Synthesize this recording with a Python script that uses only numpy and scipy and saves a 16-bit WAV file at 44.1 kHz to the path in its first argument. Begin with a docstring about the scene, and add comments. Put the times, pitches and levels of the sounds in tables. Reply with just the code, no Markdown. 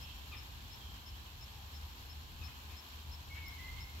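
"""A fine, steady, moist rustle with a rare sharp tick: a mass of maggots seethes in the grass close by.
The rustle is thousands of tiny clicks and pops a second, blended with the hiss of the outdoor air.
Far traffic rumbles and an engine drones. A small bird peeps three times a second, a jackdaw-like bird
gives short rasping calls, and farther birds whistle. The birds' gliding tones echo from the trees."""
import sys
import numpy as np
from scipy import signal
from scipy.fft import rfft, irfft
from scipy.io import wavfile

SR = 44100
rng = np.random.default_rng(int(sys.argv[2]) if len(sys.argv) > 2 else 0)


def int16_out(signal):
    """Quantize to a 16-bit WAV file."""
    q = np.round(np.clip(np.atleast_2d(signal).T, -1, 1) * 32767)
    wavfile.write(sys.argv[1], SR, q.astype(np.int16))


N = 176400
TIME, FREQS = np.arange(N) / SR, np.fft.rfftfreq(N, 1 / SR)


def amp(db):
    """Turns decibels into a gain to multiply by."""
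    return 10 ** (np.asarray(db) / 20)


def unit(x):
    """Scales a signal to an average (rms) size of 1."""
    return x / np.sqrt(np.mean(x ** 2) + 1e-20)


def read(table, hz, column=1):
    """Looks up a table's column at any frequency, on a logarithmic frequency scale."""
    table = np.array(table)
    return np.interp(np.log(hz + 1), np.log(table[:, 0] + 1), table[:, column])


def drift(count, rate_hz):
    """A smooth random wander of size about 1; a higher rate makes it move faster."""
    spectrum = rfft(rng.standard_normal(N)) * np.exp(-(FREQS / rate_hz) ** 2)
    return unit(irfft(spectrum, N))[:count]


def noise_pair(likeness):
    """White noise spectra for two ears: likeness 1 is the same, 0 unrelated, -1 opposite."""
    left, other = rfft(rng.standard_normal((2, N)))
    return np.array([left, likeness * left + np.sqrt(1 - likeness ** 2) * other])


def tone(hz):
    """A pure tone that follows a changing pitch."""
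    return unit(np.sin(2 * np.pi * np.cumsum(hz) / SR))


def fade(t, length_s, rise_s, fall_s):
    """Fades a note in, holds it and fades it out."""
    return np.clip(t / rise_s, 0, 1) * np.clip((length_s - t) / fall_s, 0, 1)


def add(mix, start_s, sound, pan_db):
    """Places a sound in time; a positive pan turns the right ear down, a negative one the left."""
    part = mix[:, max(round(start_s * SR), 0):][:, :len(sound)]
    part += amp([[min(pan_db, 0)], [min(-pan_db, 0)]]) * sound[:part.shape[1]]


def trees(sound, decay_s, echo_db):
    """Adds scattered echoes from the trees, which die away by 60 dB in decay_s."""
    echoes = rng.standard_normal((2, SR)) * (rng.random((2, SR)) < 0.05) * amp(-60 * TIME[:SR] / decay_s)
    echoes /= np.linalg.norm(echoes, axis=1, keepdims=True)
    return sound + amp(echo_db) * signal.fftconvolve(sound, echoes, axes=1)[:, :N]


def traffic(waver_hz=2.0, flutter_db=1.5, wander_db=1.12):
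    """A far road rumbles, and one engine's low drone fades in and out."""
    # tone colour of the rumble (frequency [Hz], level [dB per Hz])
    rumble_colour = [(10, -94), (24, -88), (36, -78.5), (52, -69), (62, -68), (85, -72.5), (120, -76.5),
                     (165, -86), (210, -88), (300, -106), (600, -130)]
    # swells and dips of the rumble (time [s], level [dB])
    rumble_level = [(0, 0), (.5, -0.5), (.92, 0.5), (1.04, -5), (1.12, -1), (1.5, -3), (1.8, -1),
                    (2.05, -1.5), (2.4, 2), (2.85, -8), (3.1, 1), (3.25, -4), (3.35, 0.5), (3.6, 1.5),
                    (4, -1.5)]
    # the engine's drone (time [s], pitch [Hz], level [dB])
    engine = [(0, 72.1, -52.5), (.5, 70.3, -57), (1, 73.64, -62.5), (1.12, 74.8, -51.5), (1.28, 75, -71),
              (1.6, 73.2, -57), (1.85, 74.3, -46), (2, 76.3, -77), (2.12, 75.85, -46.5),
              (2.28, 76.04, -57.5), (2.42, 75.54, -46), (2.55, 76.5, -59), (2.74, 75.4, -47),
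              (2.87, 74.9, -64), (2.95, 75.33, -52), (3.14, 76.37, -47.5), (3.25, 76.96, -58),
              (3.31, 77, -51), (3.7, 78.37, -53.5), (4, 78.8, -52.5)]
    rumble = irfft(noise_pair(likeness=0.9) * amp(read(rumble_colour, FREQS)), N) * np.sqrt(SR / 2)
    times, hz, db = np.transpose(engine)
    drone = tone(np.interp(TIME, times, hz) + waver_hz * drift(N, 8.7))
    drone *= amp(np.interp(TIME, times, db) + flutter_db * drift(N, 25.0))
    swell_db = np.interp(TIME, *np.transpose(rumble_level)) + wander_db * drift(N, 7.7)
    return rumble * amp(swell_db) + drone * amp([[0], [-2]])


def whistles(notes, waver, rise_s, fall_s, quaver=0, quaver_hz=0):
    """Gliding notes; the random waver and the regular quaver are fractions of the pitch."""
    out = np.zeros((2, N))
    for start_s, length_s, start_hz, end_hz, db, pan_db in notes:
        t = np.arange(0, length_s, 1 / SR)
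        glide_hz = start_hz + (end_hz - start_hz) * t / length_s
        wobble = 1 + waver * drift(len(t), 182) + quaver * np.sin(2 * np.pi * quaver_hz * t)
        add(out, start_s, amp(db) * tone(glide_hz * wobble) * fade(t, length_s, rise_s, fall_s), pan_db)
    return out


def far_birds():
    """Whistles from far away, blurred by echoes that are stronger than the notes themselves."""
    # a whistling bird's notes
    # (time [s], length [s], start pitch [Hz], end pitch [Hz], level [dB], left minus right [dB])
    whistled_notes = [(3.293, 0.11, 2200, 2232, -52.5, 3.5), (3.418, 0.086, 2225, 2100, -55.5, 1),
                      (3.495, 0.068, 2165, 2181, -58, 2.5), (3.573, 0.14, 2020, 2079, -55, -3.5),
                      (3.76, 0.0733, 2180, 2082, -57.5, -1), (3.85, 0.063, 2125, 2125, -67, -1)]
    # thin notes of a farther songbird, same columns
    thin_notes = [(0, 0.13, 3290, 3090, -62, -7), (0, 0.099, 2850, 2610, -65, -3),
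                  (.62, 0.22, 3400, 3390, -69, -5), (.79, .15, 3244, 3070, -63.5, -9),
                  (1.07, .12, 3090, 2987, -65.5, -10)]
    # faint low notes, same columns
    low_notes = [(1.52, 0.142, 860, 796, -68.5, 0), (3.07, 0.112, 990, 968, -64.5, 0.00029)]
    whistler = whistles(whistled_notes, waver=0.012, rise_s=0.024, fall_s=0.019,
                        quaver=0.011, quaver_hz=25.28)
    out = trees(whistler, decay_s=0.84, echo_db=1.5)
    songbird = whistles(thin_notes, waver=0.0298, rise_s=0.012, fall_s=0.018)
    out += trees(songbird, decay_s=1.0, echo_db=6.0)
    low_voice = whistles(low_notes, waver=0.078, rise_s=0.04, fall_s=0.042)
    return out + trees(low_voice, decay_s=0.63, echo_db=1.0)


def caws(waver=0.017):
    """A jackdaw-like bird's short falling calls: a buzzy tone and noise, shaped by the throat."""
    # parts of the calls (time [s], length [s], start pitch [Hz], end pitch [Hz], level [dB],
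    # left minus right [dB], roughness [0-1])
    syllables = [(.314, 0.0317, 1311, 1148, -50.5, 3, 0.17), (.335, 0.0252, 1120, 850, -53, 8, 0.42),
                 (2.413, 0.027, 1330, 1197, -53, 7, .05), (2.469, 0.031, 1501, 1220, -57.5, -7, 0.85),
                 (2.692, .06, 1284, 1065, -62, 6, 0.65), (3.344, 0.054, 1391, 1130, -56, 3, 0.75)]
    # how the throat boosts or weakens the voice (frequency [Hz], gain [dB])
    throat = [(600, -9), (1250, -4), (1750, -1.5), (2500, 4.5), (3000, 3), (3700, -5.5), (4600, -12),
              (8000, -47)]
    out = np.zeros((2, N))
    for start_s, length_s, start_hz, end_hz, db, pan_db, rough in syllables:
        t = np.arange(0, length_s, 1 / SR)
        glide_hz = start_hz + (end_hz - start_hz) * t / length_s
        cycles = np.cumsum(glide_hz * (1 + waver * drift(len(t), 400))) / SR
        buzz = unit(sum(np.cos(2 * np.pi * harmonic * cycles) for harmonic in range(1, 5)))
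        rasp = (1 - rough) * buzz + 2 * rough * rng.standard_normal(len(t))
        throat_gain = amp(read(throat, np.fft.rfftfreq(len(t), 1 / SR)))
        call = unit(irfft(rfft(rasp) * throat_gain, len(t)))
        add(out, start_s, amp(db) * call * fade(t, length_s, rise_s=0.013, fall_s=0.0057), pan_db)
    return trees(out, decay_s=0.62, echo_db=1.5)


def peeps(jitter_hz=20, flutter_db=0.6, after_hz=5615):
    """A small bird on the left: each slightly rough peep steps up in pitch, then a faint note follows."""
    # the peeps (time [s], level [dB])
    peep_times = [(0.013, -54.5), (.364, -53.5), (.711, -55), (1.059, -54.5), (1.408, -54), (1.738, -55),
                  (2.094, -55), (2.434, -53), (2.766, -54), (3.115, -53.5), (3.459, -55), (3.801, -53)]
    # pitch within a peep: two small arches, the second higher (time [s], pitch [Hz])
    peep_pitch = [(0, 5200), (.011, 5275), (.016, 5235), (.022, 5355), (.033, 5395), (.046, 5320)]
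    out = np.zeros((2, N))
    t = TIME[:SR // 8]
    for start_s, db in peep_times:
        hz = np.interp(t, *np.transpose(peep_pitch)) + jitter_hz * drift(len(t), 300)
        peep = tone(hz) * fade(t, length_s=0.046, rise_s=0.0029, fall_s=0.0096)
        add(out, start_s, amp(db + flutter_db * drift(len(t), 250)) * peep, pan_db=12.5)
        after_note = tone(after_hz + 55 * drift(len(t), 150))
        after_note *= fade(t, length_s=0.055, rise_s=0.019, fall_s=0.015)
        after_db = -70 + 3.5 * rng.standard_normal()
        add(out, start_s + 0.12, amp(after_db) * after_note, pan_db=13)
    return trees(out, decay_s=0.96, echo_db=-11.5)


def ticks(width_s=0.00022):
    """Single sharp, very high ticks in the mass of maggots, close by on the left."""
    # the ticks (time [s], peak level [dB], pitch [Hz])
    tick_times = [(2.636, -42, 12800), (3.483, -34, 13690)]
    out = np.zeros((2, N))
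    t = TIME[:SR // 500] - 0.001  # the tick peaks at t = 0
    for peak_s, db, hz in tick_times:
        tick = np.exp(-(t / width_s) ** 2) * np.cos(2 * np.pi * hz * t)
        add(out, peak_s + t[0], amp(db) * tick, pan_db=28)
    return out


def pops(per_s=1300, spread_db=2.5, cycles=5.4, low_hz=2640, high_hz=14540, pitches=24):
    """Tiny wet pops at random times in each ear, each only a few cycles of one pitch."""
    t = TIME[:SR // 200] - 0.0025
    sizes = amp(spread_db * np.minimum(rng.exponential(1, (2, N)), 3))
    hits = sizes * (rng.random((2, N)) < per_s / SR)
    pitch_choice = rng.integers(0, pitches, (2, N))
    out = np.zeros((2, N))
    for k, hz in enumerate(np.linspace(low_hz, high_hz, pitches)):
        pop = unit(np.exp(-(2 * hz * t / cycles) ** 2) * np.sin(2 * np.pi * hz * t))
        out += signal.oaconvolve(hits * (pitch_choice == k), pop[None], "same", axes=1)
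    return unit(out)


def maggots(clicks_per_s=5000, spread_db=3, pop_db=-12, swell_db=0.4, flutter_db=0.6, low_cut_hz=200):
    """The maggots' countless moist clicks and pops merge with the outdoor hiss into one rustle."""
    # tone colour of rustle and air (frequency [Hz], left level [dB per Hz], right level [dB per Hz])
    rustle_colour = [(249, -87, -90), (396, -92.5, -99.8), (602, -95.5, -99.5), (794, -93.0, -89.5),
                     (1020, -86.5, -90.5), (1306, -93, -96), (1645, -91.5, -92.5), (2040, -100.9, -94.5),
                     (2560, -97, -90.5), (3130, -95.5, -87.5), (3630, -99, -89.5), (4230, -89.5, -92),
                     (4800, -96, -100.1), (5340, -93, -106.7), (5900, -97.5, -116.0), (7530, -97, -125.9),
                     (8300, -107.4, -118.3), (9200, -110.6, -117.2), (11200, -102.9, -112.0),
                     (12840, -94, -119.1), (14800, -102.7, -123.0), (16400, -106.0, -126.8)]
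    # the clicks' part of the power in the blend of clicks and hiss (frequency [Hz], share [0-1])
    click_share = [(1000, 0.03), (3000, 0.29), (7000, 0.27), (12500, 0.63)]
    # how alike the hiss is in the two ears (frequency [Hz], likeness [-1 to 1])
    air_likeness = [(250, 1), (600, 0.54), (1000, 0.3), (1400, -0.5), (2000, -0.38), (2400, 0.23),
                    (3400, -0.012), (4300, -0.0083), (6000, -0.16)]
    # gentle rise and fall of the rustle (time [s], level [dB])
    rustle_level = [(0, 0.5), (1.3, -1), (2.2, -0.1), (3, -1), (3.45, 1), (4, 0.45)]
    sizes = amp(spread_db * np.minimum(rng.exponential(1, (2, N)), 4))
    clicks = unit(sizes * rng.choice([-1, 1], (2, N)) * (rng.random((2, N)) < clicks_per_s / SR))
    hiss = noise_pair(read(air_likeness, FREQS))
    share = read(click_share, FREQS)
    spectrum = np.sqrt(share) * rfft(clicks) + np.sqrt(1 - share) * hiss
    spectrum += amp(pop_db) * rfft(pops())
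    spectrum /= np.hypot(1, amp(pop_db))  # the pops leave the total power the same
    colour = amp([read(rustle_colour, FREQS, column=1), read(rustle_colour, FREQS, column=2)])
    low_cut = 1 - np.exp(-(FREQS / low_cut_hz) ** 4)
    level_db = np.interp(TIME, *np.transpose(rustle_level))
    level_db += swell_db * drift(N, 1.9) + flutter_db * drift(N, 15.5)
    return irfft(spectrum * colour * low_cut, N) * np.sqrt(SR / 2) * amp(level_db)


def scene():
    """The near rustle, the birds around it and the far road."""
    return far_birds() + maggots() + ticks() + traffic() + peeps() + caws()


def record(dry, cutoff_hz=15800):
    """Cuts off the very highest treble."""
    low_pass = signal.firwin(1023, cutoff_hz, window=("kaiser", 9), fs=SR)
    return signal.oaconvolve(dry, low_pass[None], "same")


dry = scene()
out = record(dry)
int16_out(out)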